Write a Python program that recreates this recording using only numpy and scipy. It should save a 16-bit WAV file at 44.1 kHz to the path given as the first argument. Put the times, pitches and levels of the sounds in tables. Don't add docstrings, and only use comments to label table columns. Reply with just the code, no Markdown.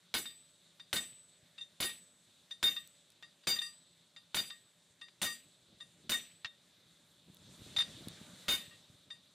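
import sys
import numpy as np
from scipy import signal
from scipy.io import wavfile
from scipy.ndimage import uniform_filter1d

SR = 44100
rng = np.random.default_rng(int(sys.argv[2]) if len(sys.argv) > 2 else 0)


def invert_db(level):
    return 10 ** (np.asarray(level, dtype=float) / 20)


def output_pcm(signal):
    pcm = np.clip(np.atleast_2d(signal).T, -1, 1) * 32767
    wavfile.write(sys.argv[1], SR, np.round(pcm).astype(np.int16))


N = 411894

# [t/s, crack level/dB, long ring level/dB, high ring level/dB, head lifts off after/s]
BLOWS = [
    (0.14, -25, -44, -40, 0.05),
    (0.929, -26, -41, -44, 0.026),
    (1.802, -32, -45.5, -42, 0.033),
    (2.628, -25.5, -48, -36.5, 0.17),
    (3.47, -29.5, -43.5, -38, 0.17),
    (4.345, -26.5, -51.5, -42, 0.06),
    (5.216, -28.5, -51, -42, 0.07),
    (6.094, -28, -48, -43, 0.051),
    (8.482, -27.5, -55, -40, 0.17),
]
# [leaves anvil t/s, flight/s, low modes level/dB, main mode level/dB, next mode level/dB]
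THROWS = [
    (0.151, 0.032, -53, -41, -46),
    (0.964, 0.034, -48, -35, -50),
    (1.826, .054, -47, -40, -46),
    (2.639, 0.054, -43, -24.5, -43),
    (3.472, .077, -50, -34, -32),
    (4.368, .037, -50.5, -33, -41),
    (5.229, .037, -47, -37.5, -50),
    (6.118, .045, -45, -32, -58),
    (8.488, .066, -46, -28.5, -46),
]
# [t/s, flight/s,
# knock level/dB, low modes level/dB, main mode level/dB]
TAPS = [(0.799, 0.016, -50, -59.5, -49.5), (1.582, .028, -51, -52, -48.5), (1.61, 0.027, -58, -59.5, -43),
        (2.511, .018, -49, -55.5, -39.5), (3.228, 0.023, -51, -53.5, -52.5), (3.438, 0.015, -58, -70, -72),
        (4.165, 0.022, -51, -56, -51.5), (5.015, 0.029, -50, -49, -47.5), (5.086, 0.022, -57, -73, -73),
        (5.806, 0.023, -53, -51, -46), (7.766, .012, -32, -44, -25.5), (7.787, 0.018, -32, -48, -27),
        (7.804, .016, -33, -42, -28), (7.822, .028, -38, -50, -41), (8.71, .035, -66, -54, -72),
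        (9.105, 0.027, -48.5, -50.5, -44)]
# [t/s, flight/s, low modes level/dB, main mode level/dB, next mode level/dB]
REBOUNDS = [
    (0.258, .045, -50, -43, -54),
    (1.895, .028, -49, -46, -54),
    (2.764, .023, -43, -34, -53),
    (3.563, .016, -41, -45, -43),
    (3.588, .011, -47, -31, -50),
    (3.617, .045, -41, -38, -39),
    (4.503, .032, -48, -45, -56),
    (5.266, .06, -39, -43, -40),
    (6.458, .05, -55, -49, -78),
    (6.446, .012, -38, -65, -77),
]
# [t/s, gain/dB, wind level/dB]
RIDE = [(0, -2, -85), (1.5, -1, -82.5), (3, -1.5, -83), (4.8, -2.5, -88.5), (5.7, -1, -73.5),
        (6.1, -1, -72.5), (6.6, -1, -84), (7.3, -0.5, -70), (7.6, 8, -62), (7.85, 13, -59.5),
        (8.2, 10, -59), (8.5, 9.5, -83), (8.75, 4, -72.5), (8.95, 0, -76.5), (9.34, -1.5, -81)]


def unit(x):
    return x / np.sqrt(np.mean(x ** 2) + 1e-20)


def at_hz(points, hz):
    table_hz, values = np.transpose(points)
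    return np.interp(np.log(hz), np.log(table_hz), values)


def drift(rate):
    r = np.exp(-80 * np.pi * rate / SR)
    slow = signal.lfilter([1], [1, -2 * r, r * r], rng.standard_normal(N // 40 + 2002))[2000:]
    return np.interp(np.arange(N) / 40, np.arange(len(slow)), unit(slow))


def ring(x, hz, t60):
    r, w = invert_db(-60 / (t60 * SR)), 2 * np.pi * hz / SR
    return signal.lfilter([0, np.sin(w)], [1, -2 * r * np.cos(w), r * r], x + 1e-18)


def clicks(times, sizes):
    out = np.zeros(N)
    np.add.at(out, np.round(np.asarray(times) * SR).astype(int), sizes)
    return out


def band(x, low_hz, high_hz):
    return signal.sosfilt(signal.butter(2, [low_hz, min(high_hz, .45 * SR)], "band", fs=SR, output="sos"), x)


def noise_bands(spectrum, likeness, source):
    edges = 25 * 2 ** np.arange(0, 9.6, .5)
    centres = np.sqrt(edges[1:] * edges[:-1])
    gains = invert_db(at_hz(spectrum, centres)) * np.sqrt(np.diff(edges))
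    for k, hz in enumerate(centres):
        mid, side = band(source[k % 2], edges[k], edges[k + 1])
        alike = np.clip(at_hz(likeness, hz), 0, 1)
        both = np.sqrt(1 + alike) * unit(mid) + np.sqrt(1 - alike) * unit(side) * [[1], [-1]]
        yield hz, gains[k] / np.linalg.norm(gains) * unit(both)


def rattle(rate, uneven_db):
    sizes = invert_db(uneven_db * np.minimum(rng.exponential(1, N), 5)) * rng.choice([-1, 1], N)
    return unit(sizes * (rng.random(N) < rate / SR)) + 0.52 * rng.standard_normal(N)


def blows():
    s, _, long_db, high_db, lift = np.transpose(BLOWS)
    gain_db = np.interp(s, *np.transpose(RIDE)[:2])
    clatter_db = -39.5 + 0.26 * gain_db
    held = .053 + .0015 * gain_db
    return np.transpose([s, clatter_db, long_db, high_db, held, lift])


def last_blow():
    rows, t = blows(), np.arange(N) / SR
    k = np.searchsorted(rows[:, 0], t) - 1
    return np.where(k < 0, 9, t - rows[k, 0]), rows[k].T


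def air():
    # [f/Hz, level/dB per Hz]
    air_spectrum = [(25, -33), (60, -28), (120, -7.5), (280, -12), (450, -16.5), (800, -19), (2400, -16.5),
                    (3100, -21), (3800, -14), (4600, -24.5), (7500, -17), (10800, -26.5), (12500, -46),
                    (16000, -35)]
    # [f/Hz, likeness 0..1]
    air_likeness = [(60, 1.0), (180, 1.0), (550, 0.99), (1650, 0.96), (4970, 0.95), (15000, 0.096)]
    # [f/Hz, width/Hz, level/dB]
    hum = [(170, 9.3, -78), (590.4, 23, -82.5)]
    bands = noise_bands(air_spectrum, air_likeness, rng.standard_normal((2, 2, N)))
    out = invert_db(-69) * sum(noise * invert_db(1.65 * drift(7.1)) for hz, noise in bands)
    return out + sum(invert_db(db) * unit(ring(rng.standard_normal(N), hz, 1.4 / width)) for hz, width, db in hum)


def wind(wind_db):
    # [t/s, peak level/dB, f/Hz]
    puffs = [(1.429, -52, 118), (1.618, -62, 133), (5.727, -56, 151), (6.448, -46.5, 111),
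             (7.299, -46, 180), (7.447, -54, 99.6), (7.617, -38.5, 121), (7.778, -40, 106),
             (7.949, -41, 116), (8.072, -29.5, 228), (8.214, -37.5, 205.2), (8.679, -45, 140),
             (8.899, -45.5, 128.7)]
    lumps = unit(band(rng.standard_normal(N), 46, 250)) * invert_db(wind_db - 1.0 + 5.2 * drift(21))
    return lumps + sum(ring(clicks([s], [invert_db(db)]), hz, 3.6 / hz) for s, db, hz in puffs)


def knocks():
    lead_s = .002
    contacts = [row[:2] for row in BLOWS]
    contacts += [(row[0], -32) for row in THROWS]
    contacts += [(row[0] - lead_s, row[2]) for row in TAPS]
    contacts += [(row[0] - lead_s, -44.5) for row in REBOUNDS[:-1]]
    contacts += [(REBOUNDS[-1][0], -36)]

    grain = unit(band(band(rattle(rate=6000., uneven_db=3.5), 1020, 5260), 450, 6000))
    out = np.zeros(N)
    for s, db in contacts:
        i = int(s * SR)
        t = np.arange(len(out[i:i + 6000])) / SR
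        t60 = .04 if db > -31 else .06
        out[i:i + 6000] += invert_db(db - 4 - 60 * t / t60) * grain[i:i + 6000]
    first = clicks([s for s, db in contacts], [invert_db(db - 6) for s, db in contacts])
    out += band(band(first, 2000, 5200), 1300, 5500)
    return np.array([out + 0.044 * np.roll(out, 9), out - 0.097 * np.roll(out, 9)])


def clatter():
    # [f/Hz, level/dB per Hz]
    rack_spectrum = [(40, -20), (150, -3), (600, -8), (1500, -5.5), (2600, -2), (3800, -9), (5500, -11.5),
                     (9000, -3.5), (12000, -13), (15500, -7.5)]
    # [f/Hz, t60/s]
    rack_t60 = [(60, 0.15), (200, 0.33), (500, 0.22), (1100, 0.18), (3700, 0.51), (8000, 0.19),
                (11000, 0.21), (13000, .05), (16000, 0.037)]
    # [f/Hz, likeness 0..1]
    steel_likeness = [(60, 1), (550, 1), (1650, 0.99), (5000, .93), (15000, 0.37)]
    # [f/Hz, level/dB, t60/s]
    tools = [(1526, -7.5, 0.028), (2218, -6.5, 0.076), (2937, -9.5, 0.026), (4140, -13, 0.1),
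             (4655, -7, 0.023), (5030, -12, 0.027), (6460, -12.5, 0.065), (6910, -14.5, 0.097),
             (13750, -31, 0.17), (14400, -26, 0.16)]
    # [f/Hz, level/dB, t60/s]
    stand = [(81, -18, 0.14), (198, -27, 0.5), (233.2, -17, 0.39), (329, -17.5, 0.22), (574.5, -11, 0.086)]
    thud_db = 5
    echo_db, echo_t60 = -22.5, 0.9

    age, (_, level_db, _, _, held, _) = last_blow()
    after = np.maximum(age - held, 0)
    source = np.array([[rattle(rate=7000., uneven_db=2.5), rng.standard_normal(N)] for _ in range(2)])
    rack = np.zeros((2, N))
    for hz, noise in noise_bands(rack_spectrum, steel_likeness, source):
        sagging = invert_db(-110 * np.minimum(age, held) * (0.35 + 0.71 * (hz < 7000)))
        dying = sagging * invert_db(-60 * after / at_hz(rack_t60, hz))
        echo = invert_db(echo_db - 60 * age / echo_t60) * (hz < 11000)
        rack += noise * (dying + echo) * invert_db(thud_db * (hz < 700) + 2.2 * drift(25))
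    rack *= invert_db(level_db) * np.clip(age / 0.0012, 0, 1)

    shaking = invert_db(level_db - 60 * after / .06) * (age < .5) * unit(rattle(rate=900., uneven_db=2.0))
    rings = sum(invert_db(db - 35 + 1.2 * drift(4.1)) / np.sqrt(t60) * ring(shaking, hz, t60) for hz, db, t60 in tools)

    rows = blows()
    push = clicks(rows[:, 0] + 0.00337, invert_db(rows[:, 1] + thud_db))
    thud = sum(invert_db(db + 1.3 * drift(2.9)) * ring(push, hz, t60) for hz, db, t60 in stand)
    return rack + rings * invert_db([[.7], [-.7]]) + thud


def heads(limiter):
    # [f/Hz, t60/s]
    head_rings = [
        (7992, 0.89),
        (12068, 0.35),
    ]
    rows, (age, row) = np.array(BLOWS), last_blow()
    rings = []
    for (hz, t60), level_db in zip(head_rings, rows[:, 2:4].T):
        hit = clicks(rows[:, 0], invert_db(level_db))
        rings.append(ring(hit, hz, t60) + 0.2 * ring(hit, hz + 22, t60 * 1.17))
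    lifted = invert_db(-350 * np.maximum(row[5] - age, 0) + 1.2 * drift(9))
    t = np.arange(N) / SR
    laid_down = (t > 6.43) * (t < rows[-1, 0])
    return rings[0] * lifted * uniform_filter1d(1. - laid_down, size=300) + rings[1] * limiter


def touches():
    # [upper three level/dB, top modes level/dB]
    brightness = [(-48, -40), (-44, -42), (-46, -36.5), (-42, -47), (-37, -56), (-45, -41), (-37, -41),
                  (-41, -52), (-52, -42)]
    pinned_db, chatter_s = (-50.5, -52, -56), .012
    graze_db = (5, -1.5, 2)
    throw_landing_db, tap_landing_db = (-3, -13.5, -8), (-10, -13.5, -7, -6, -6)
    settle_s, settle_loss_db = .024, -4.5
    scatter_db = 2.2
    rows, starts = [], np.sort([row[0] for row in BLOWS + TAPS + REBOUNDS] + [99])

    def bright(s):
        k = np.searchsorted(np.transpose(BLOWS)[0], s) - 1
        fall_db_per_s = [120, 180]
        return np.array(brightness[k]) - np.multiply(fall_db_per_s, s - BLOWS[k][0])

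    blow_luck = rng.standard_normal((len(BLOWS), 10, 5))
    for (blow, *_), (leaves, flight, *ring_db), luck in zip(BLOWS, THROWS, blow_luck):
        lands = leaves + flight
        pinned = [(s, pinned_db) for s in np.arange(blow + .001, leaves - chatter_s / 2, chatter_s)[:4]]
        flying = [(leaves, ring_db), (leaves + flight / 2, np.add(ring_db, graze_db))]
        landed_db = np.add(ring_db, throw_landing_db)
        settling = [(lands + k * settle_s, landed_db + k * settle_loss_db) for k in range(4)]
        end = starts[starts > blow][0]
        for (s, db), mix in zip(flying + settling + pinned, luck):
            if s < end:
                share = np.where(leaves <= s < lands, [0, 0, .5, 1, 1], 1)
                rows.append((s, *(np.r_[db, bright(s)] + scatter_db * mix * share)))

    hops = []
    for s, flight, *ring_db in REBOUNDS:
        woken_db = np.add(ring_db[2], (-9, -13))
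        hops.append((s, flight, np.r_[ring_db, np.maximum(bright(s), woken_db)]))
    for s, flight, knock_db, low_db, main_db in TAPS:
        hops.append((s, flight, np.r_[low_db, main_db, knock_db - 10, main_db - 18, main_db - 31]))
    for s, flight, db in hops:
        rows.append((s, *db))
        if s + flight < starts[starts > s][0] - .004:
            rows.append((s + flight, *(db + tap_landing_db)))
    return np.array(sorted(rows))


def bar():
    mode_hz = [1190, 1869, 2740, 3657, 4762, 5955, 7255, 8637, 10153, 11710, 13320, 15050]
    # [level in its group/dB, left minus right/dB]
    modes = [(-18.5, 1), (-3.5, 4.5), (-10, 3), (0.44, 2), (-1.2, 2.5), (-7, 4), (-6.5, 2.5), (-4.5, 2.8),
             (-2, -3), (-15, 5), (-16, -10), (-21, 14)]
    mode_group = [0, 0, 0, 1, 2, 3, 3, 3, 4, 4, 4, 4]
    air_t60, held_t60, resting_t60 = 0.55, 0.25, 0.2

    rows, out = touches(), np.zeros((2, N))
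    hz, (share_db, pan_db), age = np.array(mode_hz), np.transpose(modes), last_blow()[0]
    touch_luck = rng.standard_normal((len(rows), 2, len(modes)))
    grip = np.array([invert_db(1.5 * drift(50)) for _ in modes])
    phase, before = 0, -99
    for row, gap, (level, new_phase) in zip(rows, np.diff(rows[:, 0], append=99), touch_luck):
        drive_db = row[1:][mode_group]
        phase = np.where(drive_db > before, 9 * new_phase, phase)
        before = drive_db - 1
        i = int(row[0] * SR)
        free, thrown = gap < .09, age[i + 200] < .085
        t60 = resting_t60 if not free else air_t60 if thrown else held_t60
        t = np.arange(int((min(gap, .3)) * SR) + 130)[:N - i] / SR
        span = slice(i, i + len(t))
        fade = np.clip(np.minimum(t, t[-1] - t) * SR / 130, 0, 1)
        bend = (0 if thrown else 3.5) * np.log(grip[:, span])
        level_db = drive_db + share_db + 2.8 * level * (share_db < -1) + 2.5
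        gains = invert_db(level_db + np.outer([.5, -.5], pan_db))
        tones = np.sin(2 * np.pi * np.outer(hz, t + i / SR) + phase[:, None] + bend)
        out[:, span] += gains @ (tones * grip[:, span]) * fade * invert_db(-60 * t / t60)
    return out


def sparks():
    # [t/s, peak level/dB, f/Hz]
    cracks = [
        (2.8745, -46, 7990),
        (3.1028, -52.5, 3930),
        (3.12, -53, 3700),
        (7.3456, -50, 8860),
        (7.369, -52, 3880),
        (8.0838, -34, 4030),
        (8.8444, -62, 3960),
    ]
    out = np.zeros(N)
    for (s, db, hz), noise in zip(cracks, rng.standard_normal((len(cracks), 400))):
        i = int(s * SR)
        out[i:i + 400] += invert_db(db + 0.5) * band(noise, 0.7 * hz, 2.9 * hz) * np.exp(-np.arange(400) / 68.0)
    return out


def port(x):
    port_hz, width_hz, boost = 3680, 503, 1.44
    r, w = np.exp(-np.pi * width_hz / SR), 2 * np.pi * port_hz / SR
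    return x + boost * signal.lfilter([(1 - r * r) / 2, 0, (r * r - 1) / 2], [1, -2 * r * np.cos(w), r * r], x)


def scene():
    s, gain_db, wind_db = np.transpose(RIDE)
    t = np.arange(N) / SR
    age, row = last_blow()
    held = row[4]
    limiter = invert_db(-700 * np.maximum(held - .025 - age, 0))
    outdoors = air() * invert_db(np.interp(t, s, gain_db)) + wind(np.interp(t, s, wind_db))
    outdoors = signal.sosfilt(signal.butter(2, 87, "high", fs=SR, output="sos"), outdoors)
    broad = clatter() + knocks() + outdoors * limiter + sparks()
    dull = signal.sosfilt(signal.cheby2(8, 40, 13000, fs=SR, output="sos"), broad)
    shut = uniform_filter1d(1. * (age > held + .02) * (age < .19), size=500)
    return port(broad + shut * (dull - broad)) + bar() + heads(limiter) * invert_db([[.3], [-.3]])


def top_cut(x):
    return signal.sosfilt(signal.butter(12, 16830, fs=SR, output="sos"), x)


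def record(dry):
    ceiling, top_hz = .09, 16150
    rounded = ceiling * np.tanh(dry / ceiling)
    mix = signal.sosfilt(signal.cheby2(10, 60, 1.04 * top_hz, fs=SR, output="sos"), rounded)
    return top_cut(mix)


dry = scene()
out = record(dry)
output_pcm(out)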